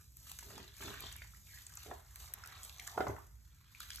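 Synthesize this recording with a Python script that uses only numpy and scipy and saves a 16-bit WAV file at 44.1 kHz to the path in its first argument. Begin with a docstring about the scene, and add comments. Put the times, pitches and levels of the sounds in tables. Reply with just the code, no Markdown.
"""Two hands squeeze and stir soaked floral foam in a plastic tub, close to a pair of microphones.
A low room rumble lies underneath and swells once, a little over a second in. From the start, crushed
cells fizz and crunch as showers of clicks and tiny rings; crumbs snap and wet foam pats in noise bursts.
Handfuls squelch in lumpy gurgles, bubbles burst as short rings and air pockets glide in pitch.
A small lump lands midway; near three seconds wet lumps slap down as falling plops, with a low thud."""
import sys
import numpy as np
from scipy import signal
from scipy.fft import rfft, irfft
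from scipy.io import wavfile
from scipy.ndimage import uniform_filter1d

SR = 44100
rng = np.random.default_rng(int(sys.argv[2]) if len(sys.argv) > 2 else 0)


def dump(signal):
    """Clip the signal to [-1, 1] and save it as 16-bit WAV at the path in sys.argv[1]."""
    limited = np.clip(np.atleast_2d(signal).T, -1, 1)
    pcm = np.round(limited * 32767).astype(np.int16)
    wavfile.write(sys.argv[1], SR, pcm)


N = 176400
TIME, HZ = np.arange(N) / SR, np.fft.rfftfreq(2 * N, 1 / SR)


def amp(db):
    """Decibels to gain."""
    return 10 ** (np.asarray(db) / 20)


def unit(x):
    """Scales to rms 1."""
    return x / np.sqrt(np.mean(x ** 2) + 1e-20)


def read(points):
    """Reads a table over frequency, joined by straight lines on a log axis."""
    f, value = np.transpose(points)
    return np.interp(np.log(HZ + 1), np.log(f), value)


def colour(x, gain):
    """Filters by a gain for each frequency."""
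    return irfft(rfft(x, 2 * N) * gain)[..., :N]


def add(mix, s, sound):
    """Mixes a sound in at a time in seconds."""
    part = mix[max(round(s * SR), 0):][:len(sound)]
    part += sound[:len(part)]


def clicks(per_s, spread_db):
    """Random clicks of either sign, mostly small and a few large."""
    size = amp(spread_db * np.minimum(rng.exponential(1, N), 4))
    sign = rng.choice([-1, 1], N)
    return size * sign * (rng.random(N) < per_s / SR)


def clumps(depth_db, size):
    """A gain that wanders at random, smoothed twice over a window of so many samples."""
    smooth = uniform_filter1d(uniform_filter1d(rng.standard_normal(N), size), size)
    return amp(depth_db * unit(smooth))


def thin(x):
    """Small bubbles radiate little bass: a steep cut below a corner."""
    cut_hz = 1010
    return colour(x, 1 / np.sqrt(1 + (cut_hz / (HZ + 1)) ** 10))


def rumble():
    """Low, wandering room noise, nearly the same at both microphones; it swells once."""
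    # room rumble spectrum: (frequency [Hz], gain [dB])
    rumble_spectrum = [(20,-38),(35,-24.5),(54,4),(75,-1.5),(115,-6),(170,-18.5),(260,-28),(450,-40),(1500,-59.5),(15000,-93)]
    level_db, width_db = -60, -13  # width: noise that differs between the microphones
    swell_at_s, swell_length_s, swell_db = 1.14, 0.2, 5
    noise = rng.standard_normal(N) + amp(width_db) * rng.standard_normal((2, N))
    swell = amp(swell_db * np.exp(-((TIME - swell_at_s) / swell_length_s) ** 2))
    wandering = colour(noise, amp(read(rumble_spectrum))) * clumps(0.64, size=4000)
    return amp(level_db) * swell * unit(wandering)


def thud():
    """The weight of the lump bumps the tub's bottom and the table: low, fading tones."""
    # tones of the bump: (pitch [Hz], level [dB], fade time constant [s])
    thud_tones = [(106.7,-36,0.022),(76,-45.5,0.071)]
    start_s, rise_s = 3.084, 0.01
    t = np.maximum(TIME - start_s, 0)
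    late = np.maximum(t - rise_s, 0)
    tones = sum(amp(db) * np.exp(-late / fade) * np.sin(2 * np.pi * hz * t)
                for hz, db, fade in thud_tones)
    return np.minimum(t / rise_s, 1) * tones


def pockets():
    """Clicks ring in an air pocket that swells and drains; its resonance glides in pitch."""
    # air pockets: (start [s], length [s], level before trim [dB], first pitch [Hz], last pitch [Hz])
    pocket_events = [(1.151,0.12,-64,2560,1700),(1.481,0.12,-60,2280,1550),(2.382,0.074,-70,1660,1500),(2.797,0.022,-54.5,2400,1530),(2.781,0.44,-60,780,870),(2.862,0.046,-53.5,1350,960),
                     (3.807,0.018,-50.5,4250,3300),(2.92,0.081,-53.5,780,930)]
    width_hz, trim_db = 320, -2.5
    out = np.zeros(N)
    r = np.exp(-np.pi * width_hz / SR)
    for s, length, db, first_hz, last_hz in pocket_events:
        u = np.arange(0, length, 1 / SR) / length
        pitch = first_hz + (last_hz - first_hz) * u
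        turn = np.exp(2j * np.pi * np.cumsum(pitch) / SR)
        # shift the gliding pitch to zero, resonate there, shift back
        still = clicks(900, 0.51)[:len(u)] / turn
        ring = (turn * signal.lfilter([1], [1, -2 * r, r * r], still)).real
        add(out, s, amp(db + trim_db) * np.sqrt(np.sin(np.pi * u)) * unit(ring))
    return out


def squelches():
    """Water and air are forced out of a handful in low, lumpy gurgles of clicks."""
    # handfuls squeezed against the tub: (start [s], rise [s], hold [s], release time constant [s],
    # level [dB], brightness [dB per octave])
    squelch_events = [(0.42,0.072,0.13,0.035,-60.5,-12.5),(0.8,0.0058,0.047,0.022,-53,-11.5),(0.871,0.0032,0.016,0.046,-51.5,-10),(0.981,0.034,0.042,0.021,-62,-7),
                      (1.841,0.043,0.022,0.028,-54.5,-7),(2.105,0.11,0.41,0.25,-66.5,9.5),(2.954,0.057,0.0055,0.0099,-46,-18),(3.049,0.012,0.04,0.022,-45,-7.5)]
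    # gurgle spectrum: (frequency [Hz], gain [dB])
    squelch_spectrum = [(25,-40),(70,4.5),(160,-6.5),(280,-4.5),(410,5),(510,3.5),(740,2.5),(1000,0),(1400,-6),(1800,-20),(2600,-53),(6000,-57)]
    tilt_from_hz = 263  # each squelch brightens or dulls above this
    out = np.zeros(N)
    octaves_up = np.log2(np.maximum(HZ / tilt_from_hz, 1))
    for s, rise, hold, release, db, tilt_db in squelch_events:
        gurgle = colour(clicks(1300, 3.65), amp(read(squelch_spectrum) + tilt_db * octaves_up))
        fade = np.exp(-np.maximum(TIME - s - rise - hold, 0) / release)
        shape = np.clip((TIME - s) / rise, 0, 1) * fade
        out += amp(db) * shape * unit(gurgle)
    return out * clumps(2.8, size=350)


def slaps():
    """A wet lump lands: a fast falling plop with a noise splash around it."""
    # landing lumps: (time [s], envelope peak [dB], starting pitch [Hz], time to the peak [s])
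    slap_events = [(1.9115,-38.5,1300,0.0038),(2.9755,-27,1750,0.0027),(3.0040,-27.5,1050,0.0034),(3.0675,-29.5,1574,0.0028),(3.0985,-40,800,0.003)]
    # splash spectrum: (frequency [Hz], gain [dB])
    splash_spectrum = [(100,-37.5),(400,1.5),(750,-9.5),(1000,-33),(1350,-2.5),(1750,-13),(2100,-16.5),(2700,-27),(5000,-28),(9000,-45)]
    end_hz, glide_lengths, splash_db = 344, 1.443, -5.5  # splash relative to the envelope
    out, t = np.zeros(N), TIME[:3000]
    splash = amp(splash_db) * unit(colour(rng.standard_normal(N), amp(read(splash_spectrum))))
    for k, (s, db, hz, length) in enumerate(slap_events):
        pitch = end_hz + (hz - end_hz) * np.exp(-t / (glide_lengths * length))
        plop = np.sin(2 * np.pi * np.cumsum(pitch) / SR)
        shape = t / length * np.exp(1 - t / length)
        add(out, s, amp(db) * shape * (plop + splash[k * len(t):][:len(t)]))
    return out


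def tub(x):
    """The plastic tub rings in its modes with whatever presses on it."""
    # modes of the tub: (pitch [Hz], level [dB], time to fall 60 dB [s])
    tub_modes = [(267,-2,0.16),(408.3,10,0.13),(684,7,0.16),(746.5,13.5,.18),(895,4,.15),(1204,12,.15)]
    level_db = -12  # relative to what presses on it
    t = TIME[:SR // 2]
    ring = sum(amp(db) * 1000 ** (-t / t60) * np.cos(2 * np.pi * hz * t) for hz, db, t60 in tub_modes)
    return amp(level_db) * np.std(x) * unit(signal.fftconvolve(x, ring)[:N])


def pats():
    """Wet foam meets or leaves the skin with a short, broad smack of noise."""
    # pats against the hands: (time [s], level before the envelope [dB], centre [Hz])
    pat_events = [(0.3142,-50,1410),(0.3878,-49,1500),(.4262,-49.5,1180),(.5035,-48.5,890),(0.578,-45.5,890),(.8055,-44.5,1130),(0.825,-42,1580),(.8800,-44.5,1010),(.9415,-48,1400),
                  (1.0386,-44.5,590),(1.0830,-55,1500),(1.1565,-48.5,1800),(1.2186,-48,1360),(1.775,-49.5,1390),(1.9105,-51.5,1010),(2.1590,-56.5,1700),(2.3365,-54,1900),(3.0057,-40,1680),(3.1645,-45.5,1006),(3.947,-56,1600)]
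    rise_s, fade_s, width_octaves = 0.00052, 0.0044, 1.05
    out, t = np.zeros(N), TIME[:1024]
    hz = np.fft.rfftfreq(len(t), 1 / SR) + 1
    shape = np.minimum(t / rise_s, 1) * np.exp(-np.maximum(t - rise_s, 0) / fade_s)
    for s, db, centre_hz in pat_events:
        band = np.exp(-(np.log2(hz / centre_hz) / width_octaves) ** 2)
        smack = unit(irfft(rfft(rng.standard_normal(len(t))) * band))
        add(out, s, amp(db) * shape * smack)
    return out


def pops():
    """A larger bursting bubble rings briefly at its own pitch."""
    # bursting bubbles: (time [s], envelope peak before the bass cut [dB], pitch [Hz])
    pop_events = [(0.941,-39,1550),(0.9745,-41,1620),(0.9755,-51,2370),(1.1777,-51,2660),(1.2200,-43,2200),(1.2470,-50,860),(1.336,-53,1290),(1.348,-52,1900),
                  (1.5745,-44,1930),(1.7754,-54.5,1249),(2.437,-38.5,1440),(2.796,-39,2240),(2.8760,-38,1780),(3.1840,-38,910),(3.198,-48,1170),
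                  (3.7489,-42,2400),(3.8041,-38.5,1370),(3.9041,-41,1630),(3.9044,-36,3340),(3.9166,-37,3350),(3.9840,-44,1550)]
    fade_cycles, rise_s = 2.2, 0.00067
    out, t = np.zeros(N), TIME[:1200]
    for s, db, hz in pop_events:
        shape = (1 - np.exp(-t / rise_s)) * np.exp(-t * hz / fade_cycles)
        add(out, s, amp(db) * shape / shape.max() * np.sin(2 * np.pi * hz * t))
    return thin(out)


def snaps():
    """A crumb breaks in a noise burst of a few milliseconds, with a faint lower body."""
    # snapping crumbs: (time [s], level before the envelope [dB], centre [Hz], spread [octaves])
    snap_events = [(0.1693,-45,11600,0.53),(0.316,-39.5,8850,1.6),(0.319,-54,8000,1.1),(.3882,-42,7700,1.1),(0.3915,-44.5,8400,0.96),(.5790,-48,5270,0.79),
                   (0.7668,-50,6550,1.9),(0.8353,-41,7600,0.13),(.8570,-47.5,6400,0.12),(1.0054,-40.5,11500,0.99),(1.1253,-44,7100,0.49),(1.1637,-44.5,12000,0.39),
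                   (1.6665,-43,6640,0.33),(1.7380,-48,6600,0.15),(1.7540,-46.5,12900,0.54),(1.7719,-38,6650,0.15),(2.158,-44,7400,1.6),
                   (2.3377,-33.5,11700,0.8),(2.4380,-46.5,5850,0.27),(2.4595,-48.5,9000,1.2),(2.474,-45,8850,1.2),(2.632,-43,7300,0.31),(2.638,-46,8500,0.18),(2.6490,-44,8300,0.19),
                   (2.695,-45.5,4060,0.65),(2.762,-54,6500,0.11),(2.7835,-48,6160,0.078),(2.7978,-40.5,4630,1),(2.871,-45,7100,0.17),(2.8747,-38.5,6800,0.79),(3.0830,-49.5,6460,0.15),
                   (3.8026,-41.5,12000,0.68),(3.8050,-44,4660,0.54),(3.9040,-39,4970,0.64),(3.9325,-45.5,5800,0.34),(3.95,-47,7000,0.76),(3.9584,-39.5,8250,0.77),(3.9728,-41,5600,0.072)]
    hold_s, fade_s, body_hz, body_db = 0.0017, 0.0009, 2400, -20
    out, t = np.zeros(N), TIME[:512]
    hz = np.fft.rfftfreq(len(t), 1 / SR) + 1
    shape = np.exp(-np.maximum(t - hold_s, 0) / fade_s)
    body = amp(body_db) * np.exp(-np.log2(hz / body_hz) ** 2)
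    for s, db, centre_hz, octaves in snap_events:
        band = 1 / (1 + (np.log2(hz / centre_hz) / octaves) ** 2) + body
        burst = unit(irfft(rfft(rng.standard_normal(len(t))) * band))
        add(out, s, amp(db) * shape * burst)
    return out


def fits():
    """The foam gives way in fits: each starts at once and dies quickly."""
    per_s, depth, fade_s = 60, 0.95, 0.0045
    gives = (rng.random(N) < per_s / SR) * rng.uniform(0.47, 1.3, N)
    bursts = signal.oaconvolve(gives, np.exp(-TIME[:4000] / fade_s))[:N]
    return unit(1 + depth * bursts)


def grains(per_s, spread_db, centre_hz, octaves, cycles):
    """Many tiny cavities, each ringing for a few cycles at one of forty pitches."""
    train, t = clicks(per_s, spread_db), TIME[:900]
    kind, out = rng.integers(0, 40, N), np.zeros(N)
    # evenly ranked picks from a bell curve of pitches
    for k, octave in enumerate(np.sort(rng.standard_normal(4000))[50::100]):
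        hz = centre_hz * 2 ** (octave * octaves)
        ring = np.sin(2 * np.pi * hz * t) * np.exp(-t * hz / cycles) * (1 - np.exp(-t * hz))
        out += signal.oaconvolve(train * (kind == k), ring)[:N]
    return out


def kneading():
    """Bubbles and collapsing cells ring briefly over a fizz of fine clicks."""
    # the kneading, before trims: (time [s], bubbling level [dB], crunch level [dB], fizz level [dB])
    knead_levels = [(0, -66, -71, -62.5), (0.118, -86.5, -91, -69.5), (0.298, -57.5, -58.5, -53.5),
                    (0.37, -72, -69, -58.5), (0.471, -57, -64, -56), (0.6, -58, -57, -63),
                    (0.73, -68, -65.5, -68), (0.78, -60.5, -61, -57.5), (0.83, -54, -47, -52.5),
                    (0.95, -48.5, -54.5, -58.5), (1.07, -53.5, -50, -59), (1.14, -60, -63, -62),
                    (1.2, -74, -66.5, -63.5), (1.42, -76, -75.5, -63.5), (1.531, -70, -59.5, -58),
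                    (1.72, -61, -74.5, -62.5), (1.8, -58, -59, -59), (2.05, -67, -78.5, -67.5),
                    (2.25, -64, -60, -54.5), (2.32, -62, -70, -64.5), (2.42, -56, -64.5, -65.5),
                    (2.581, -54, -60, -63), (2.65, -61, -63, -53), (2.75, -80, -63.5, -62),
                    (2.87, -70, -61.5, -57), (3.05, -57.5, -66.5, -61), (3.3, -71.5, -89.5, -70),
                    (3.5, -72, -77, -71), (3.66, -67.5, -73, -73), (3.79, -64, -66, -64),
                    (3.815, -69, -57, -58), (3.89, -61, -64, -59.5), (3.93, -68, -55.5, -59),
                    (4, -62, -64, -55.5)]
    # colour of the crushed cells: (frequency [Hz], gain [dB])
    crunch_spectrum = [(900,4),(1900,-5),(2700,-5),(3600,-1),(4400,-0.5),(5300,-4),(7500,-1),(10000,-14)]
    # colour of the fine clicks: (frequency [Hz], gain [dB])
    fizz_spectrum = [(3000,-13),(5000,-4.5),(5900,-2.5),(6800,-1),(8300,-3.5),(9800,-7),(12600,-1),(14000,-4.5),(16000,-22)]
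    bubble_db, crunch_db, fizz_db = -7, -0.5, -0.26  # trims
    s, *levels = np.transpose(knead_levels)
    wet, crunch, fizz = (amp(np.interp(TIME, s, level)) for level in levels)
    bubbles = grains(per_s=1700, spread_db=2.96, centre_hz=1550, octaves=0.582, cycles=2.3)
    cells = grains(per_s=2200, spread_db=3.9, centre_hz=4112, octaves=0.585, cycles=4.7)
    bubbling = wet * amp(bubble_db) * unit(thin(bubbles))
    crunching = crunch * amp(crunch_db) * unit(colour(cells, amp(read(crunch_spectrum))))
    fizzing = fizz * amp(fizz_db) * unit(colour(clicks(6000, 1.53), amp(read(fizz_spectrum))))
    return fits() * (bubbling + crunching + fizzing)


def echoes(x, t60, spectrum, shift_s):
    """A dying cloud of reflections, different at each microphone and from moment to moment."""
    out, hop, t = np.zeros((2, N)), round(shift_s * SR), TIME[:round(2 * shift_s * SR)]
    for start in range(-hop, N, hop):
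        # overlapping pieces, each with fresh reflections
        at = np.arange(max(start, 0), min(start + 2 * hop, N))
        piece = x[at] * np.sin(np.pi * (at - start) / (2 * hop))
        for channel in out:
            tail = rng.standard_normal(len(t)) * np.exp(-np.log(1000) * t / t60)
            add(channel, at[0] / SR, signal.fftconvolve(piece, tail / np.linalg.norm(tail)))
    return colour(out, amp(read(spectrum)))


def scene():
    """The foam reaches the two microphones directly, off tub and hands, and off the room."""
    # phase between the microphones: (frequency [Hz], lead of the left [radians])
    pair_phase = [(200,0),(900,-.3),(1500,0),(2300,.4),(3500,.7),(4300,1.8),(4900,3.14),(5700,4.9),(6400,6.15),(7600,6.35),(8500,7.9),(9700,9.42),(10700,10.9),(11700,12.3),(12800,12.7),(13600,14.6),(14600,15.7)]
    # level between the microphones: (frequency [Hz], left minus right [dB])
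    pair_balance = [(60,-1.9),(400,-2.6),(1200,-0.3),(2500,-2.5),(4500,0.4),(14000,-0.6)]
    # reflections off tub and hands: (frequency [Hz], level relative to the direct sound [dB])
    scatter_spectrum = [(100,-20),(700,-10),(1500,-9),(3000,0),(4500,-4),(6800,-14),(8500,-8),(12500,-12)]
    # reflections off the room: (frequency [Hz], level relative to the direct sound [dB])
    room_spectrum = [(100,-9),(700,-2.5),(3000,0),(7000,-8),(14000,-58)]
    hollow_hz, hollow_width_hz, hollow_db = 505, 42, -7  # a narrow dip in the sound of the tub
    heavy = slaps() + squelches()
    foam = kneading() + snaps() + pops() + pats() + pockets() + heavy + tub(heavy) + thud()
    foam = colour(foam, amp(hollow_db * np.exp(-((HZ - hollow_hz) / hollow_width_hz) ** 2)))
    side = np.array([[.5], [-.5]])  # half of each difference to left and right
    heard = colour(foam, np.exp(1j * side * read(pair_phase)))
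    # the moving hands keep changing the reflections
    heard += echoes(foam, t60=.02, spectrum=scatter_spectrum, shift_s=.04)
    heard += echoes(foam, t60=0.34, spectrum=room_spectrum, shift_s=.2)
    # keep the foam's overall spectrum with the reflections added
    power = 1 + amp(read(scatter_spectrum)) ** 2 + amp(read(room_spectrum)) ** 2
    heard = colour(heard, 1 / np.sqrt(power))
    return colour(heard + rumble(), amp(side * read(pair_balance)))


def record(dry):
    """The recorder's band limit: a steep low-pass."""
    edge_hz = 16200
    lowpass = signal.firwin(511, edge_hz, window=("kaiser", 9), fs=SR)
    return signal.oaconvolve(dry, lowpass[None], "same")


dry = scene()
out = record(dry)
dump(out)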